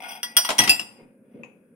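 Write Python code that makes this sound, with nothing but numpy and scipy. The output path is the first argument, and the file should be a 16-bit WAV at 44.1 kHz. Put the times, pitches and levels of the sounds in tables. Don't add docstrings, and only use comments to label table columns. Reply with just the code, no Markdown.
import sys
import numpy as np
from scipy import signal
from scipy.fft import rfft, irfft
from scipy.io import wavfile

SR = 44100
rng = np.random.default_rng(int(sys.argv[2]) if len(sys.argv) > 2 else 0)


def dump(signal):
    limited = np.clip(np.atleast_2d(signal).T, -1, 1)
    pcm = np.round(limited * 32767).astype(np.int16)
    wavfile.write(sys.argv[1], SR, pcm)


N = 77175
T, HZ = np.arange(N) / SR, np.fft.rfftfreq(N, 1 / SR)
RIPPLE_PEAK_DB = 8

# (frequency [Hz], left minus right [dB])
BALANCE = [(200, 0.5), (900, 0), (1500, 4), (3000, 6), (5200, 1.5), (7500, -3.5), (8900, -7.5), (11500, 1),
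           (15000, 3)]
# (frequency [Hz], left-right correlation [1])
CORRELATION = [(120, 0.97), (300, 0.99), (700, 0.82), (1500, .1), (15000, .1)]
# (frequency [Hz], level [dB], t60 [s])
TALL_GLASS_MODES = [(983.5, -25, 0.074), (1423, -20.5, 0.079), (1940, -28, 0.34), (2820, -11, 0.032),
                    (3299, -10.5, 0.097), (3400, -18.5, 0.044), (4933, -15.5, .18), (5740, -15.5, 0.16),
                    (8802, -12, .12), (9140, -20.5, .14), (10720, -30, .14), (11600, -20.5, 0.093),
                    (12200, -26.5, 0.14), (13350, -15, 0.094), (15650, -29, .13)]
# (frequency [Hz], relative density [dB])
CRACK_SPECTRUM = [(200, -20.5), (1000, -3.5), (3000, 0.5), (7000, -4), (11000, -11), (16000, -22.5)]


def amp(db):
    return 10 ** (np.asarray(db) / 20)


def unit_rms(x):
    return x / np.sqrt(np.mean(x ** 2) + 1e-20)


def lookup(table, hz):
    table_hz, value = np.transpose(table)
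    return np.interp(np.log(hz + 1), np.log(table_hz + 1), value)


def add(mix, start_s, sound):
    part = mix[:, max(round(start_s * SR), 0):]
    part += sound[:, :part.shape[1]]


def pan(balance_db):
    return amp(np.array([[.5], [-.5]]) * balance_db)


def octaves(hz, pivot_hz):
    return np.log2((hz + 20) / pivot_hz)


def highpass(x, cutoff_hz, order):
    return signal.sosfilt(signal.butter(order, cutoff_hz, "highpass", fs=SR, output="sos"), x)


def envelope(rise_s, t60_s):
    return np.minimum(T / rise_s, 1) * np.exp(-np.log(1000) * np.minimum(T / t60_s, 10))


def noise(spectrum, tilt_db_oct=0, pivot_hz=4000, ripple_peak_db=0):
    left, independent = rfft(rng.standard_normal((2, N)))
    correlation = np.clip(lookup(CORRELATION, HZ), -1, 1)
    right = correlation * left + np.sqrt(1 - correlation ** 2) * independent
    stereo = np.array([left, right]) * pan(lookup(BALANCE, HZ))
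    knots_hz = 70 * np.arange(1024)
    ripple_db = ripple_peak_db * np.interp(HZ, knots_hz, rng.uniform(-2.2, 1, len(knots_hz)))
    shape_db = lookup(spectrum, HZ) + tilt_db_oct * octaves(HZ, pivot_hz) + ripple_db
    return unit_rms(irfft(stereo * amp(shape_db), N))


def ring(modes, tilt_db_oct=0, cluster_db=-7):
    size, neighbours, rise_s = SR // 2, 14, .001806
    out, t, bin_hz = np.zeros((2, N)), T[:size], SR / size
    for hz, db, t60_s in modes:
        right_shift_rad = 1.725 * (1 - lookup(CORRELATION, hz))
        phase = 2 * np.pi * (hz * t + rng.random()) + np.array([[0], [right_shift_rad]])
        near_hz = hz + 100 * np.sqrt(hz / 4000) * rng.standard_normal(neighbours)
        near_bins = np.clip(near_hz / bin_hz, 1, size // 2).astype(int)
        lines = np.zeros((2, size // 2 + 1), complex)
        lines[:, near_bins] = np.exp(2j * np.pi * rng.random((2, neighbours)))
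        cluster = amp(cluster_db + 2 * octaves(hz, 4000)) * unit_rms(irfft(lines, size)) / np.sqrt(2)
        decay = np.exp(-np.log(1000) * t / t60_s)
        gain = amp(db + tilt_db_oct * octaves(hz, 2700)) * pan(1.6 * lookup(BALANCE, hz))
        out[:, :size] += gain * (decay * np.sin(phase) + decay ** (1 / .7) * cluster)
    return out * np.minimum(T / rise_s, 1)


def kitchen(dry, wet_db):
    # (frequency [Hz], t60 [s])
    room_t60 = [(100, .78), (400, .65), (1000, .62), (2500, .4), (5000, 0.38), (9000, 0.48), (15000, .35)]
    reflections, early_db, early_s, tail_rise_s = 12, -11.5, .018, .026
    hz, t, white = signal.stft(rng.standard_normal((2, SR)), SR, nperseg=256)
    decay = np.exp(-np.log(1000) * t / lookup(room_t60, hz)[:, None])
    response = signal.istft(white * decay, SR, nperseg=256)[1][:, :SR]
    response *= np.minimum(T[:SR] / tail_rise_s, 1)
    response *= amp(wet_db) / np.linalg.norm(response[0])
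    for channel in response:
        delays = (rng.uniform(.1, 1, reflections) * early_s * SR).astype(int)
        channel[delays] += amp(early_db) * rng.choice([-1, 1], reflections) / np.sqrt(reflections)
    return dry + signal.fftconvolve(dry, response, axes=1)[:, :N]


def hum():
    # (frequency [Hz], relative density [dB])
    hum_spectrum = [(25, -33), (80, -22.5), (140, -7), (230, 6), (350, -7), (540, -1), (760, -31.5),
                    (1300, -27.5), (1600, -21), (1950, -32.5), (2500, -28.5), (3200, -53.5), (7500, -48),
                    (9700, -28), (16000, -49.5)]
    return amp(-56.5) * noise(hum_spectrum)


def tick():
    # (frequency [Hz], level [dB], t60 [s])
    crockery_modes = [(987, -54, 0.036), (2531, -33.5, 0.039)]
    # (frequency [Hz], relative density [dB])
    click_spectrum = [(400, -31), (1000, -8), (1600, -22), (2600, 1), (3600, -32), (5500, -31.5),
                      (6700, -15.5), (8000, -38), (16000, -57)]
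    ringing = ring(crockery_modes, cluster_db=3)
    click = amp(-43) * noise(click_spectrum) * envelope(rise_s=.0012, t60_s=.11)
    out = np.zeros((2, N))
    add(out, start_s=1.434, sound=ringing + click)
    return out


def bumps():
    # (time [s], level [dB], tilt [dB/octave])
    events = [(.986, -45.5, 4.5), (1.016, -53.5, -13), (1.191, -55, -4.5), (1.34, -41, 0),
              (1.385, -41, 1.5), (1.44, -54, 7)]
    # (frequency [Hz], relative density [dB])
    bump_spectrum = [(30, -39), (80, -29), (140, 0.5), (230, 5), (330, -1), (530, 3), (750, -21.5),
                     (2500, -43), (4000, -63), (16000, -90)]
    out = np.zeros((2, N))
    for start_s, db, tilt_db_oct in events:
        bump = noise(bump_spectrum, tilt_db_oct, pivot_hz=300) * envelope(rise_s=.0091, t60_s=.32)
        add(out, start_s, amp(db) * bump)
    return out


def slide():
    # (time [s], wheel roll [dB], glass buzz [dB])
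    levels = [(0, -37.5, -43), (0.068, -40.5, -50), (0.089, -41, -37), (0.156, -43, -43), (0.194, -54, -60),
              (.35, -52.5, -62), (.45, -44, -34.5), (.56, -48, -51), (.62, -38, -44.5), (0.701, -33, -52),
              (0.759, -47, -63.5), (0.918, -64, -90.5), (1.02, -60.5, -98), (1.2, -88, -101),
              (1.33, -68, -81), (1.47, -63, -87), (1.62, -83.5, -92)]
    # (frequency [Hz], relative density [dB])
    roll_spectrum = [(60, -51), (220, -4), (450, -19.5), (720, 5), (950, 1), (1250, -14), (1800, -14),
                     (2500, 3.5), (3300, -23), (4000, -28.5), (8000, -50)]
    # (frequency [Hz], level [dB], t60 [s])
    wire_modes = [(726, -3, 0.091), (817, -2.5, .13), (952, 0.5, 0.067), (1440, -6, 0.11),
                  (2166, -4, 0.073), (2474, -1.5, 0.078)]
    slips_per_s = 450
    onsets = rng.random(N) < slips_per_s / SR
    slip_db = np.minimum(rng.exponential(1, N), 3)
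    slips = onsets * amp(slip_db) * rng.choice([-1, 1], N)
    slips = unit_rms(highpass(slips, cutoff_hz=220, order=2))
    rails = unit_rms(noise(roll_spectrum) * envelope(rise_s=.00032, t60_s=.021))
    wires = amp(1) * unit_rms(ring(wire_modes, cluster_db=-6))
    glass = ring(TALL_GLASS_MODES, cluster_db=-3) * envelope(rise_s=.00062, t60_s=.2)
    times_s, roll_db, buzz_db = np.transpose(levels)
    out = np.zeros((2, N))
    for db, body in [(roll_db, rails + wires), (buzz_db, glass)]:
        drive = slips * amp(np.interp(T, times_s, db))
        out += signal.fftconvolve(drive[None], unit_rms(body) / np.sqrt(N), axes=1)[:, :N]
    return out


def jolts():
    # (time [s], level [dB], thud tilt [dB/octave])
    events = [(0.366, -42.5, 1), (.490, -28.5, 7), (.504, -27, 4), (0.587, -26.5, -1), (.601, -26, -3.5),
              (0.639, -33.5, -4.5), (.677, -26.5, -4), (.796, -39.5, -3)]
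    # (frequency [Hz], relative density [dB])
    thud_spectrum = [(30, -37), (55, -25), (78, -35), (102, -6.5), (160, -10.5), (280, 2), (400, -5.5),
                     (600, -5.5), (950, 2), (1500, -25.5), (4000, -48), (16000, -76)]
    # (frequency [Hz], level [dB], t60 [s])
    tub_modes = [(207, -13, .2), (292, -11, .2)]
    out = np.zeros((2, N))
    for start_s, db, tilt_db_oct in events:
        thud = noise(thud_spectrum, tilt_db_oct, pivot_hz=300) * envelope(rise_s=.0055, t60_s=.2)
        boom = highpass(thud + amp(.5) * ring(tub_modes), cutoff_hz=95, order=3)
        wires = noise(CRACK_SPECTRUM, tilt_db_oct=-2, ripple_peak_db=RIPPLE_PEAK_DB)
        wires *= amp(4.5) * envelope(rise_s=.00068, t60_s=.093)
        add(out, start_s, amp(db) * (boom + wires))
    return out


def clinks():
    # (time [s], tall glass [dB], bowl [dB], small glass [dB], load [dB], tilt [dB/octave])
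    knocks = [(0.2299, -15, -19.5, -48.5, -14, -0.5), (0.3666, 0.5, -27, -47.5, 1, 0.5),
              (.3815, -8, -29.5, -48, -11.5, -1.5), (0.4482, -17, -18, -48.5, -9.5, -1),
              (0.4896, -24.5, -20, -40, -3, -2), (0.5031, -23.5, -28, -41.5, -7, -4.5),
              (0.5819, -31.5, -17.5, -41.5, -2, 2.5), (.588, -23, -0.5, -27, 0, 1),
              (.618, -28, -30.5, -19, -14.5, 0.5), (.6373, -27.5, -15, -22.5, -6, 1),
              (.675, -31, -23, -20, -4.5, -0.5), (.694, -28, -19.5, -1.5, -1, 2),
              (.794, -39, -59, -28, -16.5, 1)]
    # (frequency [Hz], level [dB], t60 [s])
    bowl_modes = [(971, -19.5, 0.12), (1952, -16.5, 0.4), (3287, -14.5, .14), (5800, -7.5, 0.062),
                  (8900, -17.5, 0.095), (9170, -20.5, 0.098), (11500, -26, .13), (13490, -38.5, .2),
                  (15640, -33.5, .09)]
    small_glass_modes = [(2632, -6, 0.15), (2775, -18.5, 0.17), (3355, -24, .15), (4910, -7.5, .14),
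                         (5179, -33, .33), (7435, -30, 0.16), (7543, -26, .22), (8780, -27.5, .2),
                         (8970, -12.5, 0.035), (10680, -17.5, .1), (12000, -30, .18), (12850, -28.5, .12),
                         (13900, -26.5, .15), (14920, -28.5, .12)]
    second_glass_modes = [(2670, -27, 0.11), (2843, -17.5, 0.024), (5175, -23.5, 0.062),
                          (8460, -31.5, 0.045)]
    # (frequency [Hz], relative density [dB])
    clatter_spectrum = [(200, -41), (550, -7), (900, -3), (1700, -5.5), (3200, -2), (4200, -8.5),
                        (5000, -6.5), (5900, -5.5), (6600, -19.5), (8100, -23), (8900, -5), (10000, -14.5),
                        (11600, -10), (12700, -25), (13700, -16), (14700, -31.5), (15700, -23.5),
                        (16300, -49.5)]
    out = np.zeros((2, N))
    for start_s, tall_db, bowl_db, small_db, load_db, tilt_db_oct in knocks:
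        pieces = [(tall_db, TALL_GLASS_MODES), (bowl_db, bowl_modes), (small_db, small_glass_modes)]
        ringing = sum(amp(db) * ring(modes, tilt_db_oct) for db, modes in pieces)
        clatter = noise(clatter_spectrum, tilt_db_oct, ripple_peak_db=RIPPLE_PEAK_DB)
        clatter *= amp(-17.5) * envelope(rise_s=.00077, t60_s=.125)
        crack = amp(-18.5) * noise(CRACK_SPECTRUM, tilt_db_oct) * envelope(rise_s=.0007, t60_s=.022)
        add(out, start_s, ringing + amp(load_db) * (clatter + crack))
    add(out, start_s=.7945, sound=ring(second_glass_modes))
    return out


def scene():
    rack = clinks() + slide() + jolts() + bumps()
    return kitchen(rack, wet_db=-16) + kitchen(tick(), wet_db=-11.5) + hum()


def record(dry):
    ceiling, cutoff_hz = .88, 16500
    limited = dry / (1 + (dry / ceiling) ** 4) ** (1 / 4)
    lowpass = signal.firwin(301, cutoff_hz, window=("kaiser", 9), fs=SR)
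    return signal.oaconvolve(limited, lowpass[None], "same")


dry = scene()
out = record(dry)
dump(out)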